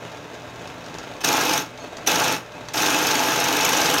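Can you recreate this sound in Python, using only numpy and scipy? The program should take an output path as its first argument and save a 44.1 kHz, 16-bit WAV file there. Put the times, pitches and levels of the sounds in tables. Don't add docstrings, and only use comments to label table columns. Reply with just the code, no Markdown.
import sys
import numpy as np
from scipy import signal
from scipy.fft import rfft, irfft
from scipy.io import wavfile
from scipy.ndimage import uniform_filter1d

SR = 44100
rng = np.random.default_rng(int(sys.argv[2]) if len(sys.argv) > 2 else 0)


def generate_wav(signal):
    frames = np.transpose(np.atleast_2d(signal))
    scaled = np.clip(frames, -1, 1) * 32767
    pcm = np.round(scaled).astype(np.int16)
    wavfile.write(sys.argv[1], SR, pcm)


N = 176400

SPINDLE_HZ, CATCH_S = 24.12, 1.2472
BITE_S = 0.014
JUDDER_DB, CHIP_DB, SHARD_DB, SNAP_DB = -22.5, -27.5, -32.5, -38
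RATTLE_DB, BELT_DB, BEARING_DB, FLICK_DB = -40.5, -40.5, -52.5, -53.5
CATCH_DB, CATCH_TURNS = 9, 0.077
CHIP_POWER = 1.1
FIRST_BITE_DB, FIRST_BITE_S = 3.5, 0.027
SHARDS_PER_S, SHARD_RING_S = 1000, 0.0017
SHARD_LOW_HZ, SHARD_HIGH_HZ = 1993, 13970
SLACK_S, SLACK_DB = 0.194, -17
FAINT_RING_S = 1.8
ROOM_T60_S, ROOM_TREBLE_T60_S = 0.26, 0.14
TOP_HZ = 15800

# start/s, end/s, level/dB, level slope/(dB per s), lift-off/s
FEEDS = [(1.204, 1.213, -4.5, 3, 0.0095), (1.231, 1.586, .5, -5, 0.032), (2.06, 2.343, 2, -16, 0.031),
         (2.731, 2.778, -3.5, 16, .01), (2.759, 4.1, 0.5, -1, 0.051)]
# f/Hz, relative level/dB
TICK_COLOUR = [(800, 3), (2500, -1.5), (3800, 2), (6600, 0.5), (7600, -9.5), (10200, -17.5), (12700, -20),
               (15700, -24)]


def feed(t):
    force = np.zeros(N)
    for start, end, db, slope, lift in FEEDS:
        held = undb(db + slope * np.clip(t - start, 0, end - start))
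        bite = np.clip((t - start) / BITE_S, 0, 1)
        release = np.exp(-np.maximum(t - end, 0) / lift)
        force = np.maximum(force, held * bite * release)
    return force


def judder(turns, force):
    # f/Hz, relative level/dB
    judder_colour = [(50, -29), (95, -10), (150, -4), (205, -5), (270, 0), (450, -0.5), (600, -2.5),
                     (850, 1.5), (1500, -2), (1850, -6), (2900, -3.5), (4500, -16), (8000, -28)]
    slips = unit(1.7 + knocks(turns, count=4, scatter=.24, spread_db=1.5, decay_s=0.0038))
    swell = undb(0.54 * np.cos(2 * np.pi * turns))
    shake = force * slips * swell * clicks(rate=5000, spread_db=2.5)
    return undb(JUDDER_DB) * garage(ring(shake, judder_colour), wet_db=-8.5)


def chips(turns, force):
    # f/Hz, relative level/dB
    crack_colour = [(800, -26.5), (2500, -4), (4000, -2), (4900, -4), (5400, 1), (6600, 0.5), (7400, -10),
                    (9400, -9.5), (10200, -18), (11400, -9), (12800, -6), (13400, -17.5), (15700, -15)]
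    offset = (turns + .5) % 1 - .5
    catch = undb(CATCH_DB + 2.3 * walk(22)) * np.exp(-(offset / CATCH_TURNS) ** 2) / 2
    bursts = unit(1.2 + knocks(turns, count=7, scatter=.25, spread_db=0.5, decay_s=0.0058))
    keep = np.exp(-1 / (FIRST_BITE_S * SR))
    recent = signal.lfilter([1 - keep], [1, -keep], force)
    fresh = np.clip(force - recent, 0, 1)
    stress = force ** CHIP_POWER * undb(FIRST_BITE_DB * fresh) * unit(catch + bursts)
    fractures = undb(CHIP_DB) * clicks(rate=4500, spread_db=3.5) + undb(SHARD_DB) * shards()
    return garage(ring(stress * fractures, crack_colour) + bit_ring(stress), wet_db=-10)


def shards():
    rows = rng.random((int(SHARDS_PER_S * N / SR), 3))
    age = np.arange(SR // 60) / SR
    hz = SHARD_LOW_HZ + (SHARD_HIGH_HZ - SHARD_LOW_HZ) * rows[:, 1:2] ** 1.3
    pings = undb(-18 * rows[:, 2:]) * np.exp(-age / SHARD_RING_S) * np.sin(2 * np.pi * hz * age)
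    places = (rows[:, :1] * N).astype(int) + np.arange(len(age))
    return unit(np.bincount(places.ravel(), pings.ravel(), N)[:N])


def bit_ring(stress):
    # f/Hz, relative level/dB, time to fall 60 dB/s
    bit_modes = [(5390, -11, .02), (6140, 6, 0.021), (6490, -4, 0.057), (6510, 6, .015), (11500, -19, .007),
                 (12350, -4, .007)]
    snaps = stress * clicks(rate=970, spread_db=3.5)
    bit = pluck(bit_modes, np.arange(SR // 8) / SR)
    return undb(SNAP_DB) * signal.fftconvolve(snaps, bit / np.sqrt(np.sum(bit ** 2)))[:N]


def faint_ring(t):
    # f/Hz, level/dB, time to fall 60 dB/s
    ring_tones = [(4355, -48, 0.67), (6428, -43, 0.26)]
    return pluck(ring_tones, t - FAINT_RING_S)


def drive(t, turns):
    # f/Hz, relative level/dB
    idle_colour = [(25, -38), (40, -27), (52, -5), (75, 3), (100, -2), (145, -1.5), (205, -6), (240, -0.5),
                   (300, -1.5), (420, 2), (620, -0.5), (850, -3), (1100, -3.5), (1800, -8.5), (2700, -9),
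                   (3700, -13), (4800, -20), (6600, -17), (7600, -25), (10300, -33), (12700, -30),
                   (13500, -35), (16000, -37)]
    noise = undb(RATTLE_DB) * spindle_rattle(t, turns) + undb(BELT_DB) * belt_rumble()
    return motor_hum(t) + garage(ring(noise, idle_colour), wet_db=-8)


def spindle_rattle(t, turns):
    loaded = np.max([(t > start) & (t < end + SLACK_S) for start, end, *_ in FEEDS], axis=0)
    loose = undb(SLACK_DB * uniform_filter1d(loaded * 1., SR // 100))
    blows = knocks(turns, count=6, scatter=.2, spread_db=4.1, decay_s=0.0061)
    return loose * blows * clicks(rate=6000, spread_db=2.5)


def belt_rumble():
    return undb(0.62 * walk(9.55)) * rng.standard_normal(N)


def motor_hum(t):
    # f/Hz, typical rms level/dB
    hum_tones = [(119.6, -51), (598, -55)]
    hum = np.zeros(N)
    for hz, db in hum_tones:
        level = undb(db + 2 * walk(6.1)) * np.sqrt(2)
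        hum += level * np.sin(2 * np.pi * hz * t + 0.41 * walk(4.95))
    return hum


def flicks(t):
    # t/s, relative level/dB
    flick_times = [(.116, -8), (0.558, -6), (.674, -4.5), (0.861, -4), (0.885, -8), (.941, -2), (.985, 1.5),
                   (1.137, -8), (1.775, -7), (1.842, -18), (1.969, 0.5), (2.686, 1.5)]
    touch = sum(undb(db) * (t >= at) * np.exp(-np.abs(t - at) / .0045) for at, db in flick_times)
    ticks = unit(touch) * clicks(rate=11000, spread_db=5.5)
    return undb(FLICK_DB) * garage(ring(ticks, TICK_COLOUR), wet_db=-5.5)


def bearings(turns):
    ticks = knocks(turns, count=3, scatter=.3, spread_db=4, decay_s=.004) * clicks(rate=6000, spread_db=2)
    return undb(BEARING_DB) * garage(ring(ticks, TICK_COLOUR), wet_db=-3)


def garage(x, wet_db):
    t = np.arange(SR // 2) / SR
    noise = rng.standard_normal(len(t))
    low = signal.sosfilt(signal.butter(2, 3000, fs=SR, output="sos"), noise)
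    high = signal.sosfilt(signal.butter(2, 3000, "high", fs=SR, output="sos"), noise)
    tail = low * undb(-60 * t / ROOM_T60_S) - high * undb(-60 * t / ROOM_TREBLE_T60_S)
    tail = tail * (t > .002)
    wet = undb(wet_db)
    echo = signal.fftconvolve(x, tail / np.sqrt(np.sum(tail ** 2)))[:N]
    return (x + wet * echo) / np.hypot(1, wet)


def ring(x, colour):
    # f/Hz, width/Hz, lift/dB
    frame = [(143.7, 14, 5), (170.6, 14, 6), (286.5, 35, 6.5), (314.7, 8, 5.5), (505, 70, 4),
             (693, 96, 4.5), (868, 67, 6), (1213, 30, 1), (1377, 114, 2), (1619, 176, 5), (2020, 99, 2),
             (2576, 140, 3.5), (2800, 65, -1.5), (3780, 220, 2.5)]
    f = np.maximum(np.fft.rfftfreq(2 * N, 1 / SR), 1)
    points = np.array(colour)
    db = np.interp(np.log(f), np.log(points[:, 0]), points[:, 1])
    for hz, width, lift in frame:
        db = db + lift / (1 + (2 * (f - hz) / width) ** 2)
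    cepstrum = irfft(np.log(unit(undb(db))))
    cepstrum[1:N] *= 2
    cepstrum[N + 1:] = 0
    return irfft(rfft(x, 2 * N) * np.exp(rfft(cepstrum)))[:N]


def pluck(modes, t):
    age = np.maximum(t, 0)
    return sum(undb(db - 60 * age / t60) * np.sin(2 * np.pi * hz * age) for hz, db, t60 in modes)


def knocks(turns, count, scatter, spread_db, decay_s):
    index = np.arange(int(turns[0] * count) - 1, int(turns[-1] * count) + 1)
    pattern = rng.uniform(-1, 1, count)
    chance = rng.standard_normal((len(index), 2))
    place = (index + pattern[index % count] / 4 + scatter * chance[:, 0]) / count
    force = np.zeros(N + 1)
    np.add.at(force, np.searchsorted(turns, place), undb(spread_db * chance[:, 1]))
    force[0] = 0
    return unit(signal.lfilter([1], [1, -np.exp(-1 / (decay_s * SR))], force[:N]))


def clicks(rate, spread_db):
    hit = rng.random(N) < rate / SR
    size = undb(spread_db * np.clip(rng.standard_normal(N), -2, 2))
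    return unit(hit * rng.choice([-1, 1], N) * size)


def walk(rate):
    k = max(int(SR / rate), 1)
    steps = np.repeat(rng.standard_normal(N // k + 1), k)
    return np.sqrt(2) * uniform_filter1d(uniform_filter1d(steps, k), k)[:N]


def undb(db):
    return 10 ** (np.asarray(db) / 20)


def unit(x):
    return x / np.sqrt(np.mean(x ** 2))


def scene():
    # t/s, level/dB
    pressure = [(2.76, 0.5), (2.88, 1.5), (3.01, 0.4), (3.13, 0.68), (3.42, 0), (3.65, 1.5), (3.8, 2.95),
                (4.0, 1.2)]
    t = np.arange(N) / SR
    turns = (t - CATCH_S) * SPINDLE_HZ
    force = feed(t) * undb(np.interp(t, *np.transpose(pressure)))
    cut = judder(turns, force) + chips(turns, force)
    return (cut + faint_ring(t) + drive(t, turns) + flicks(t) + bearings(turns))[None]


def record(dry):
    ceiling = .65
    rounded = ceiling * np.tanh(dry / ceiling)
    return signal.sosfilt(signal.ellip(12, .1, 80, TOP_HZ, fs=SR, output="sos"), rounded)


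dry = scene()
out = record(dry)
generate_wav(out)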